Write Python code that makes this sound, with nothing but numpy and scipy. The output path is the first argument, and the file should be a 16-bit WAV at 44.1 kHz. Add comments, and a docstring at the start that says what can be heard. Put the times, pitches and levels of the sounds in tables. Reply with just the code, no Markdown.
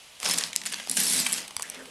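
"""Small plastic building bricks are shaken from a thin bag onto a pile on a table, close by in a living room.
Each impact excites the damped modes of a piece: single bricks click sharply, and two pours of
tiny collisions merge into a clatter that sets the table top drumming softly. Near the end, friction
makes a swish and a faint hum as a hand draws the bag away and slides over the table.
A short reverberant tail and a quiet background lie behind them."""
import sys
import numpy as np
from scipy import signal
from scipy.fft import rfft, irfft, next_fast_len
from scipy.io import wavfile
from scipy.ndimage import uniform_filter1d

SR = 44100
rng = np.random.default_rng(int(sys.argv[2]) if len(sys.argv) > 2 else 0)


def persist_wave(psi):
    """Save psi, clipped to +-1, as 16-bit WAV."""
    counts = np.round(np.clip(psi, -1, 1) * 32767).astype(np.int16)
    wavfile.write(sys.argv[1], SR, np.atleast_2d(counts).T)


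N = 83790

CLICK_TRIM_DB, CLICK_WINDOW_S, CLICK_ATTACK_S = 1, 0.0038, 0.0001
CRACK_SHARE, CRACK_T60_S = 0.7, 0.0026   # the contact itself, before the piece rings on
# The registers of a brick: body, knock, clack and tick. Each row: lower and upper edge in Hz.
REGISTERS = [(450, 1442), (1500, 3500), (3500, 7000), (7000, 14000)]
# Impacts of brick on brick. Each row: start in seconds, body, knock, clack and tick levels in dB,
# ring time (t60, a fall of 60 dB) in seconds.
BRICK_IMPACTS = [(0.2017, -51, -45.5, -41.5, -38, 0.0024), (0.23, -36.5, -32.5, -35.5, -33.5, 0.011),
                 (0.2468, -42, -38, -30, -32, 0.034), (0.2552, -37, -32, -26, -40, 0.026),
                 (0.2606, -35.5, -26, -26, -29, 0.015), (0.289, -37, -45, -32.0, -26.5, 0.02),
                 (0.2961, -39, -40, -26.5, -28, 0.023), (0.3113, -41, -31.5, -26, -26, 0.012),
                 (0.3376, -39, -34, -38, -28.5, 0.0051), (0.3429, -55, -39, -27.5, -39, 0.0033),
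                 (0.376, -48, -39, -33, -28.5, 0.037), (0.383, -46, -54, -26.5, -26, 0.04),
                 (0.3853, -52.0, -33.5, -27, -24, 0.013), (0.4094, -45, -31, -32, -35, 0.024),
                 (0.4379, -56, -40, -24, -39, 0.002), (0.5308, -57, -34.5, -37, -39.5, 0.018),
                 (0.5555, -52, -38.5, -41, -40, 0.0082), (0.616, -52.0, -36.5, -37.5, -45, 0.017),
                 (0.6361, -51, -42, -42, -43, 0.014), (0.6544, -63, -36.5, -38, -37, 0.013),
                 (0.6605, -46, -33.5, -43, -29.5, 0.013), (0.665, -45, -34.5, -32, -32.5, 0.023),
                 (0.6708, -51, -37, -35, -35, 0.027), (0.7237, -47, -33.0, -37, -32, 0.03),
                 (0.7362, -44, -30.5, -34, -44, 0.013), (0.7421, -43.5, -34, -29.5, -38, 0.011),
                 (0.7987, -42, -35, -40.5, -43, 0.026), (0.8734, -39, -42, -41, -42, 0.0076),
                 (0.8969, -50, -42, -31.5, -22, 0.0091), (0.9133, -48.5, -41, -32, -24.5, 0.015),
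                 (0.9687, -42, -30, -31.5, -25, 0.056), (0.973, -40, -29.5, -26.5, -22.5, 0.009),
                 (1.0016, -53, -32.5, -32, -26, 0.035), (1.1012, -44, -40, -42, -26, 0.0088),
                 (1.135, -46, -44, -28.5, -24.5, 0.024), (1.2005, -47.0, -38, -28, -24.5, 0.0076),
                 (1.2666, -34.5, -31.5, -29.5, -28, 0.02), (1.3221, -53, -38, -43, -27, 0.0033),
                 (1.3278, -58, -51, -50, -25, 0.009), (1.3327, -56.0, -34, -32, -26, 0.013),
                 (1.34, -54, -49, -30.5, -31, 0.0069), (1.3811, -55, -38, -34.5, -36.0, 0.0072),
                 (1.4795, -54, -44.5, -42, -38, 0.016), (1.5076, -45, -42.5, -43.5, -47, 0.023),
                 (1.5963, -34.5, -38.5, -45, -37, 0.012), (1.6088, -39.5, -45, -49.0, -45, 0.013),
                 (1.6227, -51.0, -58, -30.5, -30, 0.0058), (1.6284, -52, -40.5, -46, -30.5, 0.005),
                 (1.7454, -52, -45, -44.5, -46, 0.025), (1.8568, -50, -45, -49.5, -50, 0.016)]
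def clicks():
    """Impact excitation: a noisy contact crack, and the free decay of each piece's own modes."""
    t = np.arange(SR // 20) / SR
    attack = 1 - np.exp(-t / CLICK_ATTACK_S)
    window = np.clip((CLICK_WINDOW_S - t) * SR, 0, 1)   # the level is set over this first stretch
    out = np.zeros(N + SR)
    for start_s, *levels, t60 in BRICK_IMPACTS:
        start = int(start_s * SR)
        for (low_hz, high_hz), db in zip(REGISTERS, levels):
            hz = mode_pitches(low_hz, high_hz, count=18)
            modes = rng.standard_normal(len(hz)) @ np.sin(2 * np.pi * hz[:, None] * t)
            crack = rms_one(band(rng.standard_normal(len(t)), low_hz, high_hz))
            click = rms_one(modes) * decay(t, t60) + CRACK_SHARE * crack * decay(t, CRACK_T60_S)
            click = band(click * attack, low_hz / 2, high_hz * 2)
            power = np.sum(click ** 2 * window) / (CLICK_WINDOW_S * SR)
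            out[start:start + len(t)] += from_db(db + CLICK_TRIM_DB) * click / np.sqrt(power)
    return out[:N]


FULL_POUR_HITS_PER_S, FULL_POUR_DB, HIT_RATE_EXPONENT = 1700, -29, .5
TUMBLE_T60_S, T60_LOG_SPREAD, MODE_SPREAD_DB, SLIDE_SHARE = 0.019, 0.47, 2.5, 0.36
# Balance of the clatter: one gain in dB for each register.
POUR_TRIM_DB = [-2.5, -0.65, -1.74, -0.3]
# Envelope of the tumbling mass. Each row: time in seconds, body, knock, clack and tick levels in dB.
POUR_LEVELS = [(0.18, -72, -73, -77, -82), (0.215, -48.5, -45, -45, -43.5), (0.27, -33.5, -36.5, -29, -35),
               (0.32, -41.5, -31.5, -32.5, -31), (0.36, -39.5, -42.5, -35.5, -37.5),
               (0.41, -40, -36.5, -35.5, -40), (0.47, -50, -44, -40, -41.5), (0.51, -49.5, -52, -48, -52.5),
               (0.57, -58, -64, -65, -54), (0.64, -51, -58, -65, -53), (0.68, -60, -47, -42, -43),
               (0.8, -50.5, -40, -44, -47.5), (0.86, -59, -49.5, -47, -50.5), (0.93, -47, -44, -37.5, -37),
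               (0.955, -71, -46.5, -42.5, -33), (0.985, -45, -33.5, -27.5, -26.5),
               (1.06, -42, -38, -29.5, -27), (1.14, -47.5, -35, -29.5, -26), (1.2, -42.5, -35, -27.5, -27),
               (1.25, -43, -40, -35.5, -34), (1.31, -45.5, -38.5, -38.5, -35),
               (1.38, -47, -38.5, -35, -35.5), (1.46, -51.5, -48.5, -49.5, -53),
               (1.54, -53.5, -81, -80, -59), (1.63, -59, -50, -54, -48.5), (1.76, -49, -47, -51, -55.5),
               (1.89, -68, -74, -78, -56.5)]
def tumble():
    """Superposition of random impacts, whose rate follows the tick level; sliding friction adds hiss."""
    levels = in_time(POUR_LEVELS)
    hits_per_s = FULL_POUR_HITS_PER_S * from_db(HIT_RATE_EXPONENT * (levels[-1] - FULL_POUR_DB))
    candidates = 5000
    starts = rng.integers(0, N, size=candidates)
    happens = rng.random(candidates) < hits_per_s[starts] * N / SR / candidates
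    sizes = hit_sizes(candidates)[happens]
    t = np.arange(SR // 50) / SR
    positions = (starts[happens, None] + np.arange(len(t))).ravel()
    out = np.zeros(N)
    for (low_hz, high_hz), db, trim_db in zip(REGISTERS, levels, POUR_TRIM_DB):
        rings = np.zeros(N)
        for _ in range(3):   # modes per hit in this register
            hz = low_hz + (high_hz - low_hz) * rng.random(candidates)[happens]
            strength, sustain, polarity = np.clip(rng.standard_normal((candidates, 3))[happens].T, -2, 2)
            t60 = TUMBLE_T60_S * np.exp(T60_LOG_SPREAD * sustain)
            gain = sizes * np.sign(polarity) * from_db(MODE_SPREAD_DB * strength)
            modes = gain[:, None] * struck_mode(t, hz[:, None], t60[:, None])
            rings += np.bincount(positions, modes.ravel(), N)[:N]
        rings = band(rings, low_hz / 2, high_hz * 2)
        slide = band(rng.standard_normal(N), low_hz, high_hz)
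        out += from_db(db + trim_db) * steadied(rms_one(rings) + SLIDE_SHARE * rms_one(slide), size=1000)
    return out


SNAP_CRACK_DB, SNAP_CRACK_HZ = -2, (11400, 13400)
SNAP_RISE_SHARE = 0.075   # share of the t60 in which the ring builds, while the pieces touch
# Modes of a brick, a flat plate, a larger hollow piece and a tiny stud.
# Each row: frequency in Hz, level in dB.
BRICK_MODES = [(1820, -16), (2930, -8), (3850, -7), (5150, -1), (6150, -1), (7150, -1), (8000, -2),
               (8700, -3), (10150, -5), (12400, -5)]
PLATE_MODES = [(2010, -5), (2340, -0.5), (2580, 0), (3140, 2), (3830, -6), (4570, -8)]
HOLLOW_MODES = [(1050, -6), (2250, -5.5), (3380, -5.5), (4780, -0.5), (5900, -3.5), (7900, -3), (8810, -7),
                (10100, 0.5)]
STUD_MODES = [(5910, 0), (8070, -5.5), (8800, -5.5), (9810, -4.5), (10450, -5)]
# Pieces struck hard. Each row: table of modes, start in seconds, level in dB, t60 in seconds.
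HARD_STRIKES = [(BRICK_MODES, 0.5618, -6.5, 0.0042), (PLATE_MODES, 1.2631, -15, 0.022),
                (HOLLOW_MODES, 1.5661, -13.5, 0.0067), (STUD_MODES, 1.6996, -17, 0.0059)]
def snap(modes, start_s, level_db, t60):
    """Impulse response of one piece: a bright crack starts all its modes together, and they die fast."""
    t = np.arange(N) / SR - start_s
    rings = sum((-1) ** k * from_db(db) * struck_mode(t, hz, t60) for k, (hz, db) in enumerate(modes))
    age = np.maximum(t, 0)
    crack = rms_one(band(rng.standard_normal(N), *SNAP_CRACK_HZ)) * (t >= 0) * decay(age, CRACK_T60_S)
    rise = 1 - np.exp(-age / (SNAP_RISE_SHARE * t60))
    return from_db(level_db) * (rise * rings + from_db(SNAP_CRACK_DB) * crack)


# Small ringing pieces. Each row: start in seconds, frequency in Hz, level in dB, t60 in seconds.
RINGING_PIECES = [(0.2607, 1550, -24, 0.029), (0.3112, 5215, -21, .07), (0.337, 11660, -19, .02),
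                  (.383, 13700, -13, .02), (0.4094, 1900, -25.5, 0.022), (0.664, 7005, -25, .035),
                  (0.9132, 10106, -17, 0.022), (0.9686, 7120, -16.5, 0.031), (1.0021, 11886, -12, .025),
                  (1.033, 11370, -18, .03), (1.072, 5455, -22.5, 0.048), (1.08, 10750, -19.5, .03),
                  (1.13, 11310, -20, 0.027), (1.166, 10740, -20, 0.027), (1.111, 10680, -19.5, 0.032),
                  (1.192, 4823, -20, 0.056), (1.2005, 12900, -13, .02), (1.2666, 9360, -23.5, 0.029),
                  (1.328, 10740, -14.5, 0.028)]
def pings():
    """Free vibration in a single mode: small stiff pieces ring at one clear pitch above the clatter."""
    t = np.arange(N) / SR
    return sum(from_db(db) * struck_mode(t - start_s, hz, t60) for start_s, hz, db, t60 in RINGING_PIECES)


TABLE_TRIM_DB, TABLE_HITS_PER_S = 3.5, 260
# Modes of the table top. Each row: frequency in Hz, level in dB, t60 in seconds.
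TABLE_MODES = [(140, -13, .1), (176, -6, .14), (205, 0, .25), (244, -5, .17), (305, -15, .08),
               (420, -16, .04), (660, -15, .04)]
# Envelope of the drumming under the pile. Each row: time in seconds, level in dB.
DRUMMING_LEVELS = [(0.2, -82), (0.25, -54), (0.3, -43.5), (0.335, -54.5), (0.37, -40.5), (0.41, -59),
                   (0.47, -51), (0.53, -65), (0.66, -55), (0.8, -56), (0.86, -67), (0.912, -45),
                   (0.95, -53), (0.98, -40), (1.07, -46.5), (1.14, -44.5), (1.2, -40.5), (1.25, -48.5),
                   (1.4, -51), (1.47, -64), (1.6, -63.5)]
def table_drumming():
    """Forced vibration: falling pieces keep the low modes of the table top ringing."""
    db, = in_time(DRUMMING_LEVELS)
    top = resonate(collisions(TABLE_HITS_PER_S), TABLE_MODES)
    return from_db(db + TABLE_TRIM_DB) * steadied(band(top, 139, 840), size=1500)


BUMP_HZ, BUMP_T60_S = 82, 0.098
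# Dull knocks of pieces and hand on the table. Each row: start in seconds, level in dB.
TABLE_KNOCKS = [(0.238, -48), (0.296, -51), (1.567, -46), (1.62, -51)]
def bumps():
    """A damped mass on a spring: the whole table gives under the heavier knocks."""
    t = np.arange(N) / SR
    return sum(from_db(db) * struck_mode(t - start_s, BUMP_HZ, BUMP_T60_S) for start_s, db in TABLE_KNOCKS)


SWISH_WIDTH_HZ = 610
# The bag being drawn away. Each row: time in seconds, level in dB, centre frequency in Hz.
BAG_MOTION = [(1.6, -74, 1900), (1.64, -43, 1750), (1.7, -60, 2254), (1.76, -48.5, 2006),
              (1.81, -47.5, 1598), (1.87, -61, 1396)]
def bag_swish():
    """Friction noise: a narrow band whose centre follows the speed of the hand."""
    db, centre_hz = in_time(BAG_MOTION)
    low_pass = signal.butter(2, SWISH_WIDTH_HZ / 2, fs=SR, output="sos")
    slow_noise = signal.sosfilt(low_pass, rng.standard_normal((2, N)))
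    phase = 2 * np.pi * np.cumsum(centre_hz) / SR
    return from_db(db) * rms_one(slow_noise[0] * np.cos(phase) + slow_noise[1] * np.sin(phase))


# Modes that rubbing excites. Each row: frequency in Hz, level in dB, t60 in seconds.
RUB_MODES = [(251, 8, .07), (436, 2.5, 0.025), (528, 2.5, 0.013)]
# Envelope of the hand sliding over the table. Each row: time in seconds, level in dB.
RUB_LEVELS = [(1.5, -93), (1.62, -61.5), (1.72, -56.5), (1.76, -47.5), (1.82, -48), (1.88, -51)]
def hand_rub():
    """Resonance driven by friction: skin dragging on the table makes it hum faintly."""
    db, = in_time(RUB_LEVELS)
    hum = resonate(rng.standard_normal(N), RUB_MODES)
    return from_db(db) * rms_one(band(hum, 270, 650))


ROOM_DB, ROOM_T60_S, ROOM_DELAY_S, ROOM_TOP_HZ = -15, .28, 0.0048, 6670
def room(x):
    """Reverberation: diffuse reflections form a slightly dull tail that decays exponentially."""
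    t = np.arange(SR // 2) / SR
    onset = np.clip(t / ROOM_DELAY_S - 1, 0, 1)
    tail = band(rng.standard_normal(len(t)), 122, ROOM_TOP_HZ) * decay(t, ROOM_T60_S) * onset
    return from_db(ROOM_DB) * signal.fftconvolve(x, tail / np.sqrt(np.sum(tail ** 2)))[:N]


BACKGROUND_DB = -50.5
# Spectrum of the room's background. Each row: frequency in Hz, relative spectral density in dB.
BACKGROUND_SPECTRUM = [(15, -22), (25, -11.5), (130, -13), (326, -17), (607, -10), (1480, -14),
                       (2550, -7.5), (3080, -5.5), (3430, -6.5), (3720, -9.5), (4610, -11), (11000, -16.5),
                       (16000, -41)]
def background():
    """Stationary noise: a quiet, even hiss with a fixed spectrum."""
    return from_db(BACKGROUND_DB) * rms_one(coloured(rng.standard_normal(N), BACKGROUND_SPECTRUM))


def from_db(db):
    """Decibels to amplitude ratio."""
    return 10 ** (np.asarray(db) / 20)


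def rms_one(x):
    """Normalisation to unit rms."""
    return x / np.sqrt(np.mean(x ** 2) + 1e-20)


def in_time(rows):
    """Linear interpolation of each column of an envelope table, sample by sample."""
    times, *columns = np.transpose(rows)
    return [np.interp(np.arange(N) / SR, times, column) for column in columns]


def band(x, low_hz, high_hz):
    """Causal band-pass filtering."""
    sections = signal.butter(2, [low_hz, min(high_hz, .45 * SR)], "band", fs=SR, output="sos")
    return signal.sosfilt(sections, x)


def coloured(x, points):
    """Minimum-phase filtering along (Hz, dB) points, by folding the cepstrum onto positive time."""
    size = 2 * next_fast_len(N)
    hz, db = np.transpose(points)
    bin_hz = np.fft.rfftfreq(size, 1 / SR)
    gain_db = np.interp(np.log(bin_hz + 1), np.log(hz), db)
    cepstrum = irfft(np.log(from_db(gain_db)))
    cepstrum[1:size // 2] *= 2
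    cepstrum[size // 2 + 1:] = 0
    return irfft(rfft(x, size) * np.exp(rfft(cepstrum)))[:N]


def decay(t, t60):
    """Exponential damping: the amplitude falls 60 dB in each t60."""
    return np.exp(-np.log(1000) * np.minimum(t / t60, 10))


def struck_mode(t, hz, t60):
    """A damped harmonic oscillator, struck at t = 0."""
    t = np.maximum(t, 0)
    return np.sin(2 * np.pi * hz * t) * decay(t, t60)


def resonate(force, modes):
    """Modal superposition: one force drives a two-pole resonator for each mode."""
    out = np.zeros(N)
    for hz, db, t60 in modes:
        radius, angle = from_db(-60 / (t60 * SR)), 2 * np.pi * hz / SR
        ring = signal.lfilter([1, 0, -1], [1, -2 * radius * np.cos(angle), radius ** 2], force + 1e-18)
        out += from_db(db) * rms_one(ring)
    return out


def mode_pitches(low_hz, high_hz, count):
    """Uniform modal density: one random frequency in each equal slice of a register."""
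    return low_hz + (high_hz - low_hz) * (np.arange(count) + rng.random(count)) / count


def hit_sizes(count, spread_db=2):
    """Exponentially distributed levels: many light hits and a few hard ones."""
    return from_db(spread_db * np.minimum(rng.exponential(1, count), 3.5))


def collisions(per_s):
    """Shot noise: random hits of uneven size, with the same mean power at any rate."""
    sizes = hit_sizes(N) * rng.choice([-1, 1], N)
    return sizes * (rng.random(N) < per_s / SR) / np.sqrt(per_s)


def steadied(x, size):
    """Division by the running rms evens out stretches of `size` samples and keeps the grain within."""
    power = uniform_filter1d(uniform_filter1d(x ** 2, size), size)
    return x / np.sqrt(np.abs(power) + np.mean(x ** 2) / 1000)


# Frequency response of the microphone. Each row: frequency in Hz, gain in dB.
MICROPHONE_RESPONSE = [(30, -2.5), (3000, -1), (5000, 0.5), (6400, -1.5), (8000, 2.5), (9800, 1),
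                       (11300, -2), (12000, -11), (12700, -9), (13600, -18), (16000, -15)]
def scene():
    """Superposition: the direct sound, coloured by the microphone, its reverberation and the background."""
    snaps = sum(snap(*strike) for strike in HARD_STRIKES)
    bricks = clicks() + snaps + pings() + tumble()
    direct = coloured(bricks + table_drumming() + bumps() + bag_swish() + hand_rub(), MICROPHONE_RESPONSE)
    hiss = background()
    return (direct + room(direct) + hiss)[None]


CUTOFF_HZ = 16300
def record(dry):
    """Band limiting: a steep low-pass filter removes the highest treble."""
    return signal.sosfilt(signal.ellip(10, .1, 80, CUTOFF_HZ, fs=SR, output="sos"), dry)


dry = scene()
out = record(dry)
persist_wave(out)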